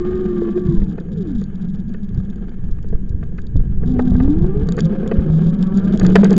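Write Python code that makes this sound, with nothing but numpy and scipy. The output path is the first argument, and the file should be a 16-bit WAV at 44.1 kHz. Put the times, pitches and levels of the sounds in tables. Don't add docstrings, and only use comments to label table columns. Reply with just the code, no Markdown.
import sys
import numpy as np
from scipy import signal
from scipy.fft import rfft, irfft
from scipy.io import wavfile
from scipy.ndimage import uniform_filter1d

SR = 44100
rng = np.random.default_rng(int(sys.argv[2]) if len(sys.argv) > 2 else 0)


def to_wav(sig):
    pcm = np.clip(np.atleast_2d(sig), -1, 1) * 32767
    pcm = np.round(pcm).astype(np.int16)
    wavfile.write(sys.argv[1], SR, pcm.T)


N = 281341
TIME = np.arange(N) / SR

# centre_hz, width_hz, gain_db
LOOSE_PART_MODES = [(3400, 550, 2), (3900, 300, 1.5), (4750, 550, -8), (5900, 600, -12), (6680, 240, -4.5),
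                    (7120, 450, -6)]


def from_db(db):
    return 10 ** (np.asarray(db) / 20)


def in_time(rows):
    s, *columns = np.transpose(rows)
    return [np.interp(TIME, s, column) for column in columns]


def rms_one(x):
    return x / np.sqrt(np.mean(x ** 2) + 1e-20)


def evened(x, span_s):
    size = max(int(span_s * SR), 8)
    power = uniform_filter1d(uniform_filter1d(x ** 2, size), size)
    return x / np.sqrt(power + 1e-12)


def noise(spectrum):
    hz, db = np.transpose(spectrum)
    f = np.arange(N // 2 + 1) * SR / N + 1e-3
    gain = from_db(np.interp(np.log(f), np.log(hz), db))
    gain = gain * np.minimum(f / hz[0], 1) ** 2 * np.minimum(hz[-1] / f, 1) ** 2
    return rms_one(irfft(rfft(rng.standard_normal(N)) * gain, N))


def drift(rate_hz):
    lowpass = signal.butter(2, rate_hz, fs=SR, output="sos")
    settled = signal.sosfilt(lowpass, rng.standard_normal(N + SR))[SR:]
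    return rms_one(settled)


def resonate(x, hz, width_hz):
    r = np.exp(-np.pi * width_hz / SR)
    zeros = np.array([1, 0, -1]) * (1 - r * r) / 2
    poles = [1, -2 * r * np.cos(2 * np.pi * hz / SR), r * r]
    return signal.lfilter(zeros, poles, x + 1e-18)


def body(x, modes):
    return sum((-1) ** k * from_db(db) * resonate(x, hz, width_hz)
               for k, (hz, width_hz, db) in enumerate(modes))


def add(out, s, sound, peak_db):
    at = int(s * SR)
    out[at:at + len(sound)] += (from_db(peak_db) * sound / np.abs(sound).max())[:N - at]


def motor_tone(speed, level, orders, rough, wobble, fade_db):
    hz, db = in_time(speed)[0], in_time(level)[-1]
    phase = 2 * np.pi * np.cumsum(hz * (1 + wobble * drift(25))) / SR
    sounding = np.clip(np.minimum(TIME - level[0][0], level[-1][0] - TIME) / 0.005, 0, 1)
    lines = 0
    for multiple, line_db in orders:
        strength = from_db(line_db + fade_db * drift(7.2))
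        lines = lines + strength * np.sin(multiple * phase) * (1 + rough * drift(29))
    return np.sqrt(2) * from_db(db) * sounding * lines


def motor(rasp_db):
    # time_s, pitch_hz, level_db
    slowing_whine, pulling_whine = [(0.0, 1181, -50.5), (0.13, 1216, -50), (0.3, 1200, -51),
                                    (0.48, 1140, -54), (0.568, 1190, -50), (0.7, 1140, -53),
                                    (0.83, 902, -56), (1.05, 623, -61), (1.12, 520, -43), (1.2, 408, -34),
                                    (1.27, 320, -31), (1.33, 258, -29), (1.39, 203, -24), (1.44, 175, -34)], [(3.801, 240, -45), (3.871, 245.1, -25.5),
                                                     (3.91, 259, -23), (3.96, 244, -19.5),
                                                     (4.063, 253, -19.5), (4.128, 240, -22),
                                                     (4.211, 253, -18.5), (4.3, 288, -19.5),
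                                                     (4.401, 335, -26), (4.501, 386, -25.5),
                                                     (4.561, 413, -24.5), (4.678, 472, -42.5),
                                                     (4.854, 522, -37.5), (5.099, 538, -36),
                                                     (5.35, 546.5, -39), (5.722, 572.5, -44),
                                                     (5.972, 621.4, -39)]
    # time_s, pitch_hz, level_db
    slowing_hum, fast_hum = [(0.0, 353.2, -19.5), (0.129, 368, -21.5), (0.298, 363, -22.5),
                             (0.498, 339.3, -20), (0.529, 352.7, -37.5), (0.562, 354.8, -13),
                             (0.603, 365.5, -26), (0.729, 339, -20.5), (0.8, 322, -37.5),
                             (0.95, 300, -44.5)], [(4.661, 156.7, -14.5), (4.721, 164.6, -22),
                                                  (4.801, 174.7, -17.5), (4.865, 159.5, -9.5),
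                                                  (4.901, 157, -36), (5.228, 159.7, -24),
                                                  (5.33, 156.7, -10), (5.42, 162.1, -12),
                                                  (5.51, 166.9, -9.5), (5.54, 172.8, -31),
                                                  (5.631, 177.8, -12.5), (5.68, 181.5, -29.5),
                                                  (5.77, 188.3, -9), (5.832, 189.2, -19), (5.88, 191.1, -7),
                                                  (5.91, 194.2, -18.5), (5.949, 189.1, -8.5),
                                                  (5.99, 188.1, -32), (6.046, 177.6, -10.5),
                                                  (6.103, 182.9, -9.5), (6.13, 191.5, -36),
                                                  (6.146, 188.4, -6), (6.249, 196.6, -7.5),
                                                  (6.279, 197.5, -19.5), (6.323, 198, -6.5),
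                                                  (6.354, 196.6, -29), (6.38, 199.2, -4.5)]
    # pitch_multiple, level_db
    slowing_orders, pulling_orders = [(1, 1.5)], [(1, 3), (2, -44)]
    slowing_hum_orders, fast_hum_orders = [(1, 0.5)], [(1, -1.3), (2, -31.5)]
    # pitch_multiple, level_db
    slowing_faint_orders, fast_faint_orders = [(0.606, -35), (0.909, -33), (1, -37), (1.37, -46),
                                               (1.515, -39), (1.79, -50)], [(2 / 3, 16), (4 / 3, -3),
                                                                          (5 / 3, -1.8), (2, -0.8),
                                                                          (7 / 3, -4), (8 / 3, -12.5),
                                                                          (2.3, -7)]
    # pitch_multiple, level_db
    strain_orders = [(2, -3), (2.5, -6), (3, 0), (4, -8), (5, -8)]
    # time_s, level_db
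    strain_level, fast_faint_level = [(3.8, -56), (3.92, -47), (4.25, -47), (4.5, -46), (4.75, -49)], [(4.85, -55), (5.3, -56.5), (5.499, -58),
                                                            (5.751, -48), (5.968, -60.5)]
    # time_s, roughness (0-1)
    pulling_roughness = [(4.2, .22), (4.5, .33), (4.7, .55)]
    # freq_hz, density_db
    rasp_spectrum = [(400, 0.0051), (1500, 0)]
    # centre_hz, width_hz, gain_db
    shell_modes = [(730, 130, 0.5), (1185, 40, -2.5)]

    slowing = motor_tone(slowing_whine, slowing_whine, slowing_orders, rough=0.4, wobble=0.009, fade_db=1.2)
    slowing += motor_tone(slowing_hum, slowing_hum, slowing_hum_orders, rough=0.23, wobble=0.011, fade_db=-0.1)
    slowing += motor_tone(slowing_whine, slowing_hum, slowing_faint_orders, rough=0.6, wobble=0.007, fade_db=2.0)

    rough, = in_time(pulling_roughness)
    pulling = motor_tone(pulling_whine, pulling_whine, pulling_orders,
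                         rough=rough, wobble=0.03 * rough, fade_db=1.0)
    strain = motor_tone(pulling_whine, strain_level, strain_orders, rough=0.6, wobble=0.02, fade_db=1.0)
    rasping = strain * (1 + from_db(rasp_db) * noise(rasp_spectrum))
    pulling += body(rasping, shell_modes)

    fast = motor_tone(fast_hum, fast_hum, fast_hum_orders, rough=0.16, wobble=0.02, fade_db=0.4)
    fast += motor_tone(pulling_whine, fast_faint_level, fast_faint_orders, rough=0.6, wobble=0.004, fade_db=2.0)
    return slowing + pulling + fast


def gusting():
    # peak_s, level_db, length_s (at half height)
    gust_rows = [(0.71, -16, 0.0081), (0.794, -21, 0.16), (1.363, -20.5, 0.053), (2.174, -17, 0.055),
                 (2.653, -20.5, 0.12), (2.91, -20, 0.12), (3.148, -24, 0.076), (3.582, -12.5, 0.062),
                 (3.786, -14, 0.17), (4.104, -15, 0.021), (4.251, -22.5, 0.24), (4.433, -16.5, 0.058),
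                 (4.615, -24, 0.038), (5.194, -15.5, 0.046), (6.06, -12.5, 0.1)]
    return sum(from_db(db) * 0.5 ** ((2 * (TIME - s) / length_s) ** 2) for s, db, length_s in gust_rows)


def frame(width_hz, flutter_db):
    # time_s, level_db
    road_drive = [(0.0, -32.5), (0.62, -24), (0.88, -22.5), (1.04, -34), (1.15, -20.5), (1.36, -27.5),
                  (1.45, -26.5), (1.53, -30), (1.62, -23), (1.85, -26), (2.2, -27.5), (2.8, -34.5),
                  (3.75, -38), (3.86, -21.5), (4.3, -23.5), (4.78, -22.5), (4.95, -20.5), (5.3, -23),
                  (6.38, -14.5)]
    # time_s, pitch_hz
    frame_pitch = [(0.55, 200), (0.85, 181), (1.3, 177), (1.65, 186), (2.05, 197), (2.5, 188), (3.2, 176),
                   (4.5, 178), (5.0, 198), (6.38, 188)]
    gust_shake_db = -14
    road_strength = from_db(in_time(road_drive)[0] + flutter_db * drift(15))
    drive = np.hypot(road_strength, from_db(gust_shake_db) * gusting())
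    phase = 2 * np.pi * np.cumsum(in_time(frame_pitch)[0]) / SR
    ringing = drift(width_hz / 2) * np.cos(phase) + drift(width_hz / 2) * np.sin(phase)
    return drive * evened(ringing, span_s=0.048)


def tyres(gain_db, hiss_db, grain_db, hiss_grain_db):
    # time_s, hiss_level_db, rumble_above_hiss_db
    road_levels = [(0.0, -45, 14), (0.35, -47.5, 15.5), (0.92, -54, 20), (1.76, -58, 13.5),
                   (2.5, -56, 15.5), (2.75, -58.5, 13), (3.0, -63.5, 25), (3.73, -59.5, 17),
                   (3.96, -52, 21.5), (4.89, -46, 18), (5.47, -47.5, 20), (5.74, -45.5, 12.5),
                   (6.13, -40.5, 20), (6.38, -38, 16)]
    # freq_hz, density_db
    rumble_spectrum, hiss_spectrum = [(100, -2.5), (200, 30), (270, 15), (330, 16.5), (420, 16), (520, 6),
                                      (620, -1.5), (800, -17), (1200, -26.5)], [(550, 8.5), (770, 3), (950, -7), (1200, -1),
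                                                             (1450, -3), (1720, -1.5), (1950, -16),
                                                             (2150, -11.5), (2400, -13), (3100, -11.5),
                                                             (3500, -18.5), (4500, -28.5), (6000, -32)]
    level_db, rumble_db = in_time(road_levels)
    paving = drift(24)
    rumble_gain = from_db(level_db + rumble_db + gain_db + grain_db * paving)
    rumble = rumble_gain * evened(noise(rumble_spectrum), span_s=0.085)
    hiss_gain = from_db(level_db + hiss_db + hiss_grain_db * (paving + drift(56)))
    hiss = hiss_gain * noise(hiss_spectrum)
    return rumble, hiss


def wind(gain_db, lump_db):
    # time_s, level_db
    steady_wind = [(0.0, -23.5), (0.55, -29), (0.9, -30.5), (1.1, -29.5), (1.95, -24.5), (2.5, -26),
                   (3.0, -20.5), (3.48, -23), (3.95, -18.5), (4.5, -18), (4.8, -24.5), (6.38, -25)]
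    # freq_hz, density_db
    wind_spectrum = [(10, 11), (22, -2.5), (45, -3.5), (80, -9), (130, -9.5), (200, -20.5), (400, -39),
                     (900, -77)]
    strength = np.hypot(from_db(in_time(steady_wind)[0]), gusting())
    lumpy = noise(wind_spectrum) * from_db(lump_db * drift(34))
    return from_db(gain_db) * strength * evened(lumpy, span_s=0.046)


def street(level_db):
    # freq_hz, density_db
    street_spectrum = [(100, 12.5), (700, 0.5), (1100, 4), (1400, -34), (1620, 9.5), (2000, -6.5),
                       (3100, -9.5), (4500, -24.5), (6000, -28.5), (6700, -5.5), (7500, -31.5),
                       (8300, -40.5), (10000, -46.5)]
    return from_db(level_db) * noise(street_spectrum)


def buzz(shaking, gain_db, growth, bright_hz, creep_db):
    # time_s, tick_level_db (before gain), lift_threshold_db (before creep)
    looseness = [(0, -45, -15), (0.7, -44, -15), (0.9, -43, -19), (2.5, -46, -20), (3.6, -45, -17.5),
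                 (4.1, -40, -12.5), (4.8, -43, -11), (5.4, -41.5, -13), (6.15, -35.5, -9)]
    tick_db, lift_db = in_time(looseness)
    excess = shaking / from_db(lift_db + creep_db * drift(18))
    at = signal.find_peaks(excess, height=1, distance=SR // 300)[0]
    strength = from_db(tick_db + gain_db + 2 * rng.standard_normal(N))
    ticks = np.zeros(N)
    ticks[at] = strength[at] * excess[at] ** growth
    single_ring = body(signal.unit_impulse(SR // 100), LOOSE_PART_MODES)
    ring = body(ticks, LOOSE_PART_MODES) / np.abs(single_ring).max()
    return signal.sosfilt(signal.butter(4, bright_hz, "high", fs=SR, output="sos"), ring)


def knocks_and_crackles(gain_db, chatter_s, longer_db, tail, crack, detune, thud_db, thud_hz, thud_width_hz):
    # start_s, burst_level_db, thud_level_db, cutoff_hz
    knock_rows = [(0.418, -43, -18, 1200), (0.475, -40.5, -26, 1790), (0.575, -31.5, -24, 1400),
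                  (0.816, -37.5, -32, 1500), (0.981, -31.5, -24.5, 1300), (1.416, -39, -30.5, 1420),
                  (1.944, -35.5, -32.5, 1400), (2.785, -42, -54, 2200), (2.843, -39, -32.5, 800),
                  (2.928, -35.5, -23.5, 700), (2.95, -38.5, -36, 1500), (3.228, -33, -32, 1600),
                  (3.382, -32.5, -42.5, 1350), (3.599, -38.5, -36, 1510), (3.832, -36, -26, 1300),
                  (3.992, -15, -15.5, 720), (4.12, -41, -35, 700), (4.149, -30.5, -41, 650),
                  (4.2, -23, -22.5, 1170), (4.277, -41, -29, 588), (4.686, -27, -24.5, 1200),
                  (4.776, -23, -21, 1410), (4.787, -22.5, -18, 2380), (4.924, -33, -22.5, 900),
                  (5.029, -31, -19, 1340), (5.06, -33.5, -19.5, 1300), (5.114, -18.5, -12.5, 1900),
                  (5.191, -33.5, -25, 1407), (5.995, -31, -32, 1500), (6.011, -23, -19, 2000),
                  (6.047, -22, -27, 1700), (6.059, -26, -18, 1700), (6.094, -34, -18, 700),
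                  (6.155, -6, 0, 3020), (6.232, -16, -8.5, 1197), (6.25, -18, -14, 1497),
                  (6.299, -29, -20.5, 1390), (6.312, -20, -12.5, 950)]
    # centre_hz, width_hz, gain_db
    case_modes = [(660, 60, 11), (940, 150, 0), (1190, 130, 4), (1580, 110, 6), (1710, 110, 6.5),
                  (1980, 450, 4), (2150, 70, -8), (2520, 200, 1.5), (3070, 160, -5), (3530, 250, -10),
                  (4040, 460, -18)]
    crack_hz, crack_width_hz = 900, 3300
    chatter_hz = 348
    out, t = np.zeros(N), TIME[:SR // 8]
    thud = resonate(signal.unit_impulse(len(t)), thud_hz, thud_width_hz)
    thud = resonate(thud, thud_hz, thud_width_hz)
    for (s, db, low_db, cutoff_hz), grit in zip(knock_rows, rng.standard_normal((len(knock_rows), len(t)))):
        pulses = 0.3 + np.cos(np.pi * chatter_hz * rng.uniform(0.75, 1.25) * t) ** 4
        age = t / (chatter_s * 2 ** (db / longer_db))
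        chatter = grit * pulses * (np.exp(-age ** 2) + tail * np.exp(-age / 2))
        soften = signal.butter(2, cutoff_hz, fs=SR, output="sos")
        burst = signal.sosfilt(soften, chatter)
        modes = [(hz * (1 + detune * rng.uniform(-1, 1)), width_hz, mode_db)
                 for hz, width_hz, mode_db in case_modes]
        ringing = body(burst, modes) + crack * resonate(burst, crack_hz, crack_width_hz)
        add(out, s, ringing, db + gain_db)
        add(out, s, thud, low_db + thud_db)
    return out


def puffs(gain_db, rebound):
    # peak_s, level_db (before gain), width_s (at half height)
    eddies = [(0.665, -12, .004), (0.691, -13, .003), (0.785, -8, .014), (0.831, -9, .012),
              (2.18, -10, .004), (2.723, -11, .012), (2.95, -7, .013), (3.108, -12, .004),
              (3.149, -12, .004), (3.559, -5, .004), (3.577, -8, .006), (3.599, -6.5, .011),
              (4.1205, -5, .0035), (4.152, -4, .004), (4.212, -6, .006), (4.255, -7, .003),
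              (4.28, -4, .006), (4.371, -9, .004), (4.417, -8, .003), (4.44, -8, .003), (4.569, -9, .003),
              (4.63, -8, .004), (5.186, -3.5, .0035), (5.302, -7, .0025), (5.465, -11, .003),
              (6.032, -10, .004)]
    out = np.zeros(N)
    for s, db, width_s in eddies:
        u = np.arange(int(10 * width_s * SR)) / (width_s * SR) - 2
        push = 0.5 ** ((2 * u) ** 2)
        swing_back = rebound * 0.5 ** ((u - 2) ** 2)
        add(out, s - 2 * width_s, push - swing_back, db + gain_db)
    return out


def jolts(swell_s):
    # start_s, peak_db, pitch_hz
    jolt_rows = [(0.682, -9, 150), (2.176, -15, 185), (3.556, -16, 125), (4.42, -9, 145), (4.565, -13, 135)]
    out, t = np.zeros(N), TIME[:SR // 6]
    for s, db, hz in jolt_rows:
        add(out, s, t * np.exp(-t / swell_s) * np.sin(2 * np.pi * hz * t), db)
    return out


def ticks_and_clicks(gain_db, snap_s, bare, vary_db):
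    # start_s, level_db (before gain)
    click_rows = [(1.414, -37), (1.439, -33.5), (1.757, -43), (1.892, -42.5), (1.939, -39), (2.091, -42),
                  (2.146, -44), (2.176, -49), (2.25, -45.5), (2.3, -39.5), (2.358, -42.5), (2.493, -42),
                  (2.712, -43), (2.828, -39), (2.887, -42), (3.0937, -39), (3.237, -42), (3.3778, -44),
                  (3.391, -44), (3.418, -41), (3.468, -36), (3.568, -43), (4.671, -40), (4.688, -22.5),
                  (4.7217, -21.5), (4.7673, -31), (4.7831, -34), (4.789, -30), (4.7955, -26.5),
                  (4.8053, -16), (4.8473, -32), (4.854, -29), (4.861, -37), (5.076, -29), (5.6268, -21.5),
                  (5.7734, -26.5), (5.9243, -32), (5.9745, -23), (5.9969, -16.5), (6.031, -30),
                  (6.0653, -15), (6.099, -32), (6.1558, -12), (6.1575, -11), (6.2443, -15.5), (6.3066, -20),
                  (6.33, -20), (6.365, -20)]
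    out, t = np.zeros(N), TIME[:SR // 20]
    for (s, db), grit in zip(click_rows, rng.standard_normal((len(click_rows), len(t)))):
        snap = grit * np.exp(-t / snap_s)
        modes = [(hz, width_hz, mode_db + vary_db * rng.standard_normal())
                 for hz, width_hz, mode_db in LOOSE_PART_MODES]
        add(out, s, body(snap, modes) + bare * resonate(snap, 6000, 2000), db + gain_db)
    return out


def housing(x):
    # centre_hz, width_hz, gain_db
    housing_modes = [(581.6, 160, -9), (1045, 120, -2.5), (1588, 43, 4.5), (2170, 60, 7), (2205, 180, -6),
                     (2764, 290, -9), (4600, 70, 9)]
    for hz, width_hz, db in housing_modes:
        x = x + (from_db(db) - 1) * resonate(x, hz, width_hz)
    return x


def scene():
    rumble, hiss = tyres(gain_db=4.0, hiss_db=2.7, grain_db=2.0, hiss_grain_db=2.5)
    shaking = motor(rasp_db=3.0) + frame(width_hz=38, flutter_db=2.5) + jolts(swell_s=0.011) + rumble
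    air = wind(gain_db=1.0, lump_db=1.0) + puffs(gain_db=2.5, rebound=0.21)
    bursts = knocks_and_crackles(gain_db=2.5, chatter_s=0.0105, longer_db=36, tail=0.1, crack=0.4, detune=0.03,
                                 thud_db=3.0, thud_hz=430, thud_width_hz=110)
    rattle = buzz(shaking, gain_db=-2.5, growth=0.4, bright_hz=2400, creep_db=1.6)
    rattle += ticks_and_clicks(gain_db=-3.0, snap_s=0.001, bare=0.5, vary_db=2.5)
    return (shaking + hiss + air + bursts + rattle + street(level_db=-59.5))[None]


def record(dry):
    microphone_top_hz, dull_hz, cutoff_hz = 7700, 9300, 16000
    top, knee = 0.71, 16
    heard = signal.sosfilt(signal.butter(12, microphone_top_hz, fs=SR, output="sos"), housing(dry))
    flattened = heard / (1 + np.abs(heard / top) ** knee) ** (1 / knee)
    dulled = signal.sosfilt(signal.butter(3, dull_hz, fs=SR, output="sos"), flattened)
    return signal.sosfilt(signal.butter(14, cutoff_hz, fs=SR, output="sos"), dulled)


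dry = scene()
out = record(dry)
to_wav(out)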